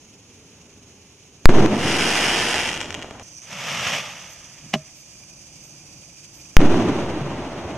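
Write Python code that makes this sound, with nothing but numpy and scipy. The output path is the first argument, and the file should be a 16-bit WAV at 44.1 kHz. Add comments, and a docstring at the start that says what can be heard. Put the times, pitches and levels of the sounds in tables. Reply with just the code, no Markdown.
"""Fireworks at night

A rocket bursts overhead into crackling stars; after a cut to a later moment a second one hisses up and bursts.
Blasts are pressure steps that overload the microphone; echoes are clumped noise, dull tone swells and slaps.
Stars are random snaps, the motor is sputtering noise, knocks are ringing tube modes with a rattle.
Far traffic is low noise; insects are shaped noise, pulsed tones and the teeth of a buzzing wing.
"""
import sys
import numpy as np
from scipy import signal
from scipy.fft import rfft, irfft, next_fast_len
from scipy.io import wavfile
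from scipy.ndimage import uniform_filter1d, map_coordinates

SR = 44100
rng = np.random.default_rng(int(sys.argv[2]) if len(sys.argv) > 2 else 0)


def elevation(decibels):
    """Turn decibel levels (scalar or array-like) into linear amplitude ratios."""
    levels = np.asarray(decibels, float)
    return 10 ** (levels / 20)


def bounce(signal):
    """Save signal as a 16-bit WAV file at the path given by the first command-line argument."""
    frames = np.transpose(np.atleast_2d(signal))
    limited = np.clip(frames, -1, 1)
    pcm = np.round(limited * 32767).astype(np.int16)
    wavfile.write(sys.argv[1], SR, pcm)


N = 342945
CHANGE_S = 3.228  # cut to a later moment

# Blasts. Each row: start in s, front dip in ms, overpressure in ms, suction and rebound amplitude (1 = full scale).
BURSTS = [(1.45631, .125, .315, 6.9, 2.2), (6.56756, .112, .225, 4.4, 1.6)]
# Motor hiss spectrum. Each row: frequency in Hz, relative level in dB per Hz.
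JET_SPECTRUM = [(180, -37), (300, -20), (420, -10), (560, -0.5), (882, -1.5), (1060, -4), (1230, 1),
                (1500, -5), (1740, -0.5), (2720, 2.5), (3450, -1), (3800, -8), (4330, -10.5), (5650, -4),
                (10100, -22.5), (11500, -16.5), (12900, -24), (15800, -49)]
# Stereo likeness of crackle and rattle. Each row: frequency in Hz, left-right correlation (-1 to 1).
NEAR = [(60, 1), (240, .99), (950, 0.96), (2400, 0.92), (3300, 0.85), (4200, -0.4), (5200, 0.35),
        (6200, 0.8), (8000, 0), (10000, .1), (15000, -0.1)]
# Stereo likeness of sound from all round. Each row: frequency in Hz, left-right correlation (-1 to 1).
DIFFUSE = [(60, .99), (350, .98), (750, .95), (1500, .85), (2400, .65), (3200, .4), (4100, -.65),
           (5200, -.4), (6300, .7), (7200, -.1), (8200, -.45), (10000, -.6), (15000, -.65)]


def unit(x):
    """Scale to rms 1."""
    return x / np.sqrt(np.mean(x ** 2) + 1e-20)


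def along(points, hz):
    """Interpolate (Hz, value) points on a log frequency axis."""
    f, v = np.transpose(points)
    return np.interp(np.log(hz + 1), np.log(f + 1), v)


def curves(rows):
    """One value per sample for each column after the time, and a gate open while the rows last."""
    s, *cols = np.transpose(rows)
    t = np.arange(N) / SR
    gate = (t >= s[0]) & (t < s[-1])
    return [np.interp(t, s, c) for c in cols] + [gate]


def wobble(rate):
    """Smooth random curve, rate knots per second."""
    knots = rng.standard_normal(int(N * rate / SR) + 4)
    return map_coordinates(knots, [np.arange(N) * rate / SR])


def coloured(x, spectrum):
    """Filter with a causal minimum-phase response of unit energy."""
    m = 2 ** 13
    gain = elevation(along(spectrum, np.fft.rfftfreq(m, 1 / SR)))
    cepstrum = irfft(np.log(gain + 1e-5))
    cepstrum[1:m // 2] *= 2
    cepstrum[m // 2 + 1:] = 0
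    h = irfft(np.exp(rfft(cepstrum)))
    return signal.oaconvolve(x, (h / np.linalg.norm(h))[None], axes=1)[:, :N]


def spread(pair, alike):
    """Mix two unrelated signals to left and right with a given correlation per frequency."""
    m = next_fast_len(N)
    turn = np.arccos(np.clip(along(alike, np.fft.rfftfreq(m, 1 / SR)), -1, 1)) / 2
    mid, side = irfft(rfft(pair, m) * [np.cos(turn), np.sin(turn)], m)[:, :N]
    return np.array([mid + side, mid - side])


def noise(spectrum, alike):
    """Stereo Gaussian noise of rms 1 with a given spectrum and correlation."""
    return unit(spread(coloured(rng.standard_normal((2, N)), spectrum), alike))


def pan(db):
    """Left and right gains for a left-right difference in dB."""
    return elevation(np.array([db, np.negative(db)]) / 2)


def traffic_hum():
    """Far traffic: slowly wavering low noise, of another spectrum after the cut."""
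    # Before and after the cut. Each row: frequency in Hz, relative level in dB per Hz.
    early_hum_spectrum = [(15, -42), (25, -19), (90, 3), (151, -0.5), (266, 0.5), (350, -5.5), (406, -2),
                          (619, -13), (2000, -20.5), (2600, -57), (4400, -120)]
    late_hum_spectrum = [(15, -42), (25, -9), (103, -2.5), (145, 3), (234, -8), (332, -4.5), (413, -16.5),
                         (564, -10.5), (2000, -27), (2600, -70), (4400, -120)]
    early = np.arange(N) / SR < CHANGE_S
    traffic = np.where(early, noise(early_hum_spectrum, DIFFUSE), noise(late_hum_spectrum, DIFFUSE))
    return elevation(np.where(early, -52, -52.5) + 1.5 * wobble(5)) * traffic


def insect_chorus():
    """Many singers merge into restless treble noise, of another spectrum after the cut."""
    # Before and after the cut. Each row: frequency in Hz, relative level in dB per Hz.
    early_song_spectrum = [(880, -9), (1500, -19.5), (2410, -2), (2530, -2), (3050, -3), (3470, -7.5),
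                           (4750, -6.5), (6640, 3), (7470, -10), (9750, -10.5), (12000, -19.5),
                           (13900, -17), (15800, -34)]
    late_song_spectrum = [(880, -24.5), (1500, -24), (2020, -19.5), (2410, -9), (3530, -16.5),
                          (4140, -18.5), (4800, -6), (5400, -9.5), (5960, -2.5), (7850, -13.5),
                          (8660, -11.5), (9750, -21.5), (11500, -21.5), (12800, -24), (15800, -39)]
    # Stereo likeness after the cut. Each row: frequency in Hz, left-right correlation (-1 to 1).
    wide_likeness = [(1500, .85), (2400, 0.55), (3200, 0.4), (4200, -0.7), (5200, -0.7), (6200, 0.4),
                     (6800, 0.3), (7500, -0.4), (10000, -0.85), (15000, -0.3)]
    start_dip_db, start_dip_s = 0.5, 0.56  # very slightly quieter just after the cut; time constant
    t = np.arange(N) / SR
    early = t < CHANGE_S
    song = np.where(early, pan([2]) * noise(early_song_spectrum, DIFFUSE),
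                    noise(late_song_spectrum, wide_likeness))
    start_dip = start_dip_db * (t >= CHANGE_S) * np.exp(-np.abs(t - CHANGE_S) / start_dip_s)
    level_db = np.where(early, -51.5, -46.5) - start_dip
    return elevation(level_db) * pan([-4]) * unit(elevation(1.26 * wobble(60)) * song)


def katydid():
    """Wing teeth strike at a steady rate and ring a high band, in short bursts."""
    # Each row: start in s, level in dB, length in s.
    buzzes = [(4.29, -54, 0.056), (4.95, -58, 0.078), (5.622, -59, 0.078), (6.336, -57, 0.089),
              (7.17, -73, 0.07)]
    t = np.arange(N) / SR
    bursts = sum(elevation(db) * np.exp(-((t - s - length / 2) / length * 2) ** 4) for s, db, length in buzzes)
    teeth = np.zeros((1, N))
    teeth[0, ::round(SR / 410)] = 1
    buzz = unit(coloured(teeth, [(9500, -60), (11000, -3), (11800, 0), (13300, -3), (14200, -60)]))
    left, right = bursts * buzz * pan([-3])
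    return np.array([np.roll(left, 1), right])  # sound from the right reaches the left capsule later


def cricket():
    """A trill after the cut: short raspy pulses of tone with a weaker upper band."""
    start_per_s, pulses_per_s, settle_s = 119, 72, .4  # faster at first
    level_db, extra_db, calm_s = -58.5, 13, 1.3  # louder at first
    chirp_s, chirp_start_s, gap_db = .076, 3.25, 7  # the early trill dips briefly once a chirp
    limp, pulse_floor = .4, .5  # pulses alternate stronger and weaker; sound left between them
    age = np.arange(N) / SR - CHANGE_S
    early = np.exp(-(age / settle_s) ** 4)
    rate = pulses_per_s - (pulses_per_s - start_per_s) * early
    phase = 2 * np.pi * np.cumsum(rate) / SR + 1.1 * wobble(7.5)
    beat = np.clip(np.sin(phase), 0, 1) ** 2 * (1 + limp * np.sin(phase / 2)) + pulse_floor
    main_hz = 6130 + 420 * np.tanh(wobble(650))
    upper_hz = 8600 + 300 * wobble(600)
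    tone = np.sin(2 * np.pi * np.cumsum(main_hz) / SR)
    tone = tone + elevation(-15.5) * np.sin(2 * np.pi * np.cumsum(upper_hz) / SR)
    gap = np.cos(np.pi * (age + CHANGE_S - chirp_start_s) / chirp_s) ** 8 * early
    trill_db = level_db + extra_db * np.exp(-(age / calm_s) ** 4) + 2.8 * wobble(13) - gap_db * gap
    return (age > 0) * elevation(trill_db) * unit(beat * tone) * pan([-4])


def peeper():
    """A lower insect after the cut: short, soft, uneven peeps of wavering tone."""
    t = np.arange(N) / SR
    beat = np.clip(np.sin(2 * np.pi * 14 * t + 1.2 * wobble(6)), 0, 1) ** 6  # 14 peeps per s
    tone = np.sin(2 * np.pi * np.cumsum(2440 + 90 * wobble(150)) / SR)
    return (t > CHANGE_S) * elevation(-67 + 2.7 * wobble(10)) * unit(beat * tone) * pan([-6])


def night():
    """Traffic and insects; chorus, cricket and peeper are turned down after the second burst, then recover."""
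    dip_db, recover_s = 43, 0.67
    since = np.arange(N) / SR - BURSTS[-1][0]
    dip = elevation(-dip_db * (since > 0) * np.exp(-np.abs(since) / recover_s))
    return traffic_hum() + dip * (insect_chorus() + cricket() + peeper()) + katydid()


def knocks():
    """A hollow tube rings briefly in damped modes, with a rattle at the contact."""
    # Each row: start in s, level in dB, sharpness in dB per octave (tilt of the modes about 200 Hz).
    blows = [(4.637, -29, -9), (4.661, -26, -9), (4.738, -4, 2), (4.7429, -15, 0), (4.748, -13, 0.5),
             (4.7528, -11, -1), (4.7555, -5.5, -7.5)]
    # Each row: mode frequency in Hz, level in dB, t60 in s.
    tube_modes = [(148.5, -4, 0.19), (223, 0, 0.056), (377, -7.5, 0.05), (490, -4, 0.0073),
                  (603, -10.5, 0.084), (629, -16, 0.19), (716, 10, 0.016), (1073, 3, 0.014),
                  (1430, -9, .015), (1650, -10.5, 0.021), (2060, 5, 0.011), (2570, -11, 0.007),
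                  (2906, 8, 0.014), (3900, -3, .01), (4370, -2, 0.0088), (4850, -6, .008),
                  (5400, -9, 0.0068), (6170, -10, 0.014)]
    contact_s, uneven_db = .0016, 1  # rise of a knock; scatter of the modes from blow to blow
    out, t = np.zeros((2, N + SR)), np.arange(SR // 4) / SR
    rise = 1 - np.exp(-(t / contact_s) ** 2)
    for s, db, sharp_db in blows:
        ring = np.zeros(len(t))
        for k, (hz, mode_db, t60) in enumerate(tube_modes):
            start_db = mode_db + rng.normal(0, uneven_db) + sharp_db * np.log2(hz / 200)
            ring += (-1) ** k * elevation(start_db - 60 * t / t60) * np.sin(2 * np.pi * hz * t)
        rattle = elevation(2.5 * sharp_db - 5.5 - 60 * t / 0.02) * noise(JET_SPECTRUM, NEAR)[:, :len(t)]
        out[:, round(s * SR):][:, :len(t)] += elevation(db - 13.0) * (ring + rattle) * rise
    return out[:, :N]


def rocket():
    """A sputtering jet of burning gas: hiss over a low roar; swells, falls away, then a short noise burst."""
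    # Each row: time in s, level in dB; the late peak is a short noise burst with the knock.
    thrust = [(3.42, -52), (3.472, -46.5), (3.53, -33.5), (3.538, -37), (3.712, -27), (3.96, -24),
              (4.02, -33), (4.372, -49), (4.71, -54), (4.726, -59), (4.738, -21.5), (4.742, -23.5),
              (4.772, -54.5), (4.9, -57.5)]
    # Spits of the motor. Each row: start in s, gain over the jet in dB.
    spits = [(3.495, -1), (3.527, 6), (3.56, -1), (3.601, 3.5), (3.638, 3.5), (3.719, 2.5), (3.869, 6),
             (3.93, 2)]
    # Each row: frequency in Hz, relative level in dB per Hz.
    roar_spectrum = [(24, -70), (40, -18), (95, -2), (135, 8.5), (185, 8), (260, -2), (380, -19), (500, -9),
                     (650, -21), (1100, -120)]
    # Each row: frequency in Hz, left-right correlation (-1 to 1).
    ahead_likeness = [(60, 1), (950, .98), (2400, .94), (3400, .9), (4100, .1), (4900, .8), (6400, .82),
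                      (8000, .3), (10000, -.25), (15000, -.15)]
    spit_decay_s = 0.0074
    roar_db, roar_follows = -14.5, 0.77  # over the hiss at its loudest; share of the level's dB followed
    level_db, gate = curves(thrust)
    t = np.arange(N) / SR
    level_db = level_db + sum(db * (t > s) * np.exp(-np.abs(t - s) / spit_decay_s) for s, db in spits)
    before_peak = t < t[level_db.argmax()]  # until the loudest moment the roar follows the level only partly
    sputter = elevation(0.72 * wobble(35) + 1.0 * wobble(300))
    hiss = unit(sputter * noise(JET_SPECTRUM, ahead_likeness))
    below_peak_db = np.maximum(level_db - level_db.max(), -16)
    roar_gain = elevation(roar_db + (roar_follows - 1) * before_peak * below_peak_db + 1.2 * wobble(15))
    jet = hiss + roar_gain * noise(roar_spectrum, ahead_likeness)
    return gate * elevation(level_db) * pan([-0.2]) * jet


def dense_stars():
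    """Many small stars snap at random times; they light up together and burn out one by one."""
    # Each row: time in s, level in dB.
    star_levels = [(1.66, -51.5), (1.74, -34.5), (1.8, -28.5), (1.88, -23), (2.05, -21), (2.224, -20),
                   (2.4, -21.5), (2.574, -23.5), (2.66, -26.5), (2.71, -32), (2.78, -39), (2.86, -48),
                   (2.95, -52)]
    peak_per_ms, thinning = 2.2, 0.66  # snaps at full level; share of the level's dB by which the count falls
    upright = .6  # share of snaps that arrive as a push
    level_db, gate = curves(star_levels)
    dying = np.where(np.arange(N) > level_db.argmax(), 1, .3)
    per_ms = peak_per_ms * elevation(thinning * dying * (level_db - level_db.max()))
    chance, size, place = rng.random(N), rng.exponential(size=N), rng.standard_normal(N)
    fired = chance < np.clip(per_ms, .05, 20) * 1000 / SR
    sign = np.where(rng.random(N) < upright, 1, -1)
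    dense = fired * sign * elevation(0.49 * np.minimum(size, 4.5)) * np.array([np.ones(N), place])
    dense /= np.sqrt(uniform_filter1d(dense[0] ** 2, size=SR // 8).clip(1e-9))  # even level, despite the count
    return spread(dense * gate * elevation(level_db), NEAR)


def loud_stars():
    """Single bigger stars: a push, a pull and a shattering burst, answered once off the ground."""
    # Each row: time in s, strength in dB.
    pops = [(2.5112, -4), (2.5424, 0), (2.5594, -4), (2.5815, -2), (2.6055, -5), (2.656, -6), (2.6755, -5),
            (2.6883, -5), (2.6918, -3), (2.7, -7), (2.7149, -7), (2.7272, -9.5), (2.731, -8), (2.7417, -8),
            (2.7475, -10), (2.7515, -9), (2.762, -9), (2.769, -10), (2.7758, -7), (2.8051, -5),
            (2.8098, -11), (2.8136, -3), (2.8185, -12), (2.8281, -9), (2.833, -15), (2.8445, -15),
            (2.8574, -15), (2.9057, -7), (2.9265, -13), (2.9437, -6), (2.9486, -7), (2.992, -17),
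            (3.017, -18), (3.0245, -11), (3.0294, -12), (3.109, -17), (3.1972, -16)]
    push_ms, shatter_t60_s = .2, .008  # push-to-pull time
    ground_ms, ground_db = 2.1, -9
    late, fade = np.zeros((2, N)), elevation(-60 * np.arange(SR // 100) / SR / shatter_t60_s)
    for s, db in pops:
        burst = rng.standard_normal(len(fade)) * fade
        burst[[0, round(push_ms * SR / 1000)]] = 9, -7.5
        place = np.array([[1], [rng.choice([-1, 1])]])
        late[:, round(s * SR):][:, :len(fade)] += elevation(db) * place * burst / np.linalg.norm(burst)
    late = late + elevation(ground_db) * np.roll(late, shift=round(ground_ms * SR / 1000), axis=1)
    body = [(300, 6.5), (2500, 1.0), (5000, 8.0), (9000, 2), (15000, -4)]  # Hz, dB per Hz
    return coloured(spread(late, NEAR), body)


def crackle():
    """Each star snaps once; the land smears the snaps into a decaying wash."""
    # Each row: frequency in Hz, relative level in dB per Hz.
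    snap_spectrum = [(120, -29.5), (200, -4.5), (294, -4.5), (334, -2.5), (610, -6), (863, -1.5),
                     (1080, -7), (1700, -3), (3160, -0.5), (3480, -8.5), (3750, -9.5), (4160, -12),
                     (5280, -6.5), (8330, -17.5), (9300, -13.5), (10400, -23.5), (11400, -23.5),
                     (14200, -36), (15800, -55)]
    snaps, late = dense_stars(), loud_stars()
    t = np.arange(SR // 2) / SR
    smear = rng.standard_normal((2, len(t))) * elevation(-60 * t / 0.75) * (1 - np.exp(-t / 0.0011))
    smear /= np.linalg.norm(smear[0])
    wash = spread(signal.oaconvolve(snaps[:1] + 0.83 * late[:1], smear, axes=1)[:, :N], NEAR)
    return coloured(snaps + late + elevation(-7) * wash, snap_spectrum)


def booms():
    """Far slopes return the blast as soft swells of low tone."""
    # Each row: centre in s, level in dB, pitch in Hz, length in s (centre to 1/e).
    swells = [(1.66, -12.5, 316.6, 0.0075), (1.715, -18.5, 209, 0.016), (1.743, -19, 210, .012),
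              (1.77, -21, 228.7, 0.008), (6.594, -11.5, 166, .008), (6.624, -11.5, 281, 0.013),
              (6.659, -13.5, 241.5, 0.0078), (6.786, -15, 250, 0.013), (6.767, -15, 299.5, 0.013),
              (6.806, -18, 230, 0.0099), (6.899, -18, 286, 0.0087), (6.928, -21.5, 201, 0.01),
              (6.963, -17.5, 350, 0.006), (7.175, -24, 311, 0.014), (7.22, -21, 149.2, 0.0095),
              (7.263, -25, 148, 0.0098), (7.309, -27, 201.5, 0.01), (7.392, -28.5, 255, .012),
              (7.442, -37, 120, 0.01), (7.469, -25.5, 280, .008), (7.657, -30.5, 90, 0.013),
              (7.683, -37, 202.3, 0.014), (7.7, -30, 300, .012), (7.755, -34, 130.6, 0.017)]
    t = np.arange(N) / SR
    out = np.zeros((2, N))
    for s, db, hz, length in swells:
        tone = np.sin(2 * np.pi * (hz * t + rng.random()))
        out += elevation(db) * np.exp(-((t - s) / length) ** 2) * tone * pan([rng.normal(0, 1.5)])
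    return out * (t > BURSTS[0][0])


def slaps():
    """Near surfaces answer the blast singly, with a front rounded by the air."""
    # Each row: start in s, level in dB, front width in ms, left-right difference in dB.
    single_echoes = [(1.4934, -3.5, 0.45, 3), (1.661, -11.5, 0.18, 15), (3.045, -23, 0.47, 2),
                     (3.111, -23.5, 0.68, 4.5), (6.605, -15, 0.51, -4), (6.6155, -11, 0.3, 3),
                     (6.6564, -22, 0.7, -6), (6.7436, -9, 0.59, 4), (6.783, -31, 0.36, 9)]
    out, t_ms = np.zeros((2, N + SR)), np.arange(SR // 40) / SR * 1000
    for s, db, width_ms, side_db in single_echoes:
        u = t_ms / width_ms
        shape = (1 - u) * np.exp(-u) * (1 - np.exp(-(u / 0.34) ** 2))
        out[:, round(s * SR):][:, :len(u)] += elevation(db) * pan([side_db]) * shape / shape.max()
    return out[:, :N]


def echoes():
    """Countless dull copies of the blast: noise in uneven clumps under a smoother wash."""
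    # Each row: first return in s, rumble in dB, rumble fade in dB/s, wash in dB, wash fade in dB/s, pitch factor.
    tails = [(1.481, -21, 15, -25.5, 11, 1.03), (6.588, -22.5, 12.5, -27.5, 8, 1.013)]
    # Returns from tree lines and slopes. Each row: start in s, hold in s, release in s, gain over the tail in dB.
    clumps = [(1.487, 0.013, .005, 9), (1.538, 0.07, 0.013, 6.5), (1.619, 0.04, 0.0036, 8),
              (1.70, 0.053, .012, 1.5), (1.77, .012, .008, -2), (1.822, 0.04, 0.0073, 2),
              (2.792, 0.018, 0.018, -1), (2.978, 0.016, 0.013, 5.5), (6.601, 0.06, 0.014, 5),
              (6.695, 0.031, 0.0098, 4.5), (6.737, 0.09, 0.042, 4.5), (6.851, 0.036, 0.0088, 3.5),
              (6.885, 0.018, .006, 4), (6.92, 0.045, 0.011, 2), (6.986, 0.026, 0.025, 4),
              (7.382, 0.046, 0.025, 1.5), (7.453, 0.06, .02, -2), (7.637, 0.084, 0.051, 2.5)]
    # Rumble, its slowest part, and wash. 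Each row: frequency in Hz, relative level in dB per Hz.
    rumble_spectrum = [(24, -55), (40, -18), (113, -4), (161, -2), (217, -1.5), (255, -2), (343, -0.5),
                       (442, -7.5), (550, -23), (720, -53), (1210, -120)]
    deep_spectrum = [(20, -19), (35, -6.5), (70, 0.5), (120, -1), (200, -29), (400, -120)]
    wash_spectrum = [(290, -25), (500, -3.5), (593, -1.5), (766, -4), (1700, -14.5), (2840, -16),
                     (3500, -20.5), (4290, -24), (5300, -25.5), (6300, -23.5), (7470, -32.5), (8860, -31),
                     (10200, -42), (11500, -39.5), (15000, -52)]
    return_s, clump_edge_s = 0.0022, 0.0029  # rise of the first return; edge of a clump
    clump_share = 0.66  # of the clump dB, in the wash
    deep_db, deep_fade_db_per_s = -39.5, 6.6
    t = np.arange(N) / SR
    wash = unit(elevation(0.85 * wobble(60)) * noise(wash_spectrum, DIFFUSE))
    clump_db = np.zeros(N)
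    for s, hold, release, db in clumps:
        edge = .5 + .5 * np.tanh((t - s) / clump_edge_s)
        clump_db += db * edge * np.exp(-np.maximum(t - s - hold, 0) / release)
    out = np.zeros((2, N))
    for s, rumble_db, rumble_fade, wash_db, wash_fade, pitch in tails:
        shifted = [(hz * pitch, db) for hz, db in rumble_spectrum]
        roll = unit(elevation(0.45 * wobble(40) - 0.1 * wobble(19)) * noise(shifted, DIFFUSE))
        age = np.maximum(t - s, 0)
        same_side = (t < CHANGE_S) == (s < CHANGE_S)  # no tail crosses the cut
        gate = (1 - np.exp(-(age / return_s) ** 2)) * same_side
        deep = elevation(deep_db - deep_fade_db_per_s * age + 1.5 * wobble(7)) * noise(deep_spectrum, DIFFUSE)
        rumble = elevation(rumble_db - rumble_fade * age + clump_db) * roll
        smooth = elevation(wash_db - wash_fade * age + clump_share * clump_db) * wash
        out += gate * (deep + rumble + smooth)
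    return out + slaps()


def blasts():
    """A shock front, a short overpressure, then long suction from which the capsule swings slowly back."""
    suction_s, rebound_s = .03, .08  # time constants
    left_extra_ms = np.array([[.023], [0]])  # the left capsule lets go later
    out = np.zeros((2, N))
    for s, dip_ms, over_ms, suction, rebound in BURSTS:
        t = np.arange(N) / SR - s
        after = np.maximum(t, 0)
        swing = rebound * np.exp(-after / rebound_s) - suction * np.exp(-after / suction_s)
        over = (t > dip_ms / 1000) & (t <= (dip_ms + over_ms + left_extra_ms) / 1000)
        out += np.where(over, 4, swing) * (t >= 0)
    return out


def scene():
    """Everything that reaches the microphone."""
    return night() + knocks() + rocket() + crackle() + booms() + echoes() + blasts()


def band_limit(x):
    """A steep low-pass at the top of the band."""
    return signal.sosfilt(signal.butter(12, 15850, fs=SR, output="sos"), x)


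def record(dry):
    """The input stage clips hard, and the coupling capacitor after it lets a held level sag."""
    coupling_s = .27
    keep = np.exp(-1 / (coupling_s * SR))
    clipped = np.clip(dry * pan([-.5]), -.975, .975)
    held = signal.lfilter([1, -1], [1, -keep], clipped, axis=1)
    rounded = signal.lfilter(*signal.butter(1, 14000, fs=SR), held, axis=1)  # the converter rounds the edges
    return band_limit(rounded)


dry = scene()
out = record(dry)
bounce(out)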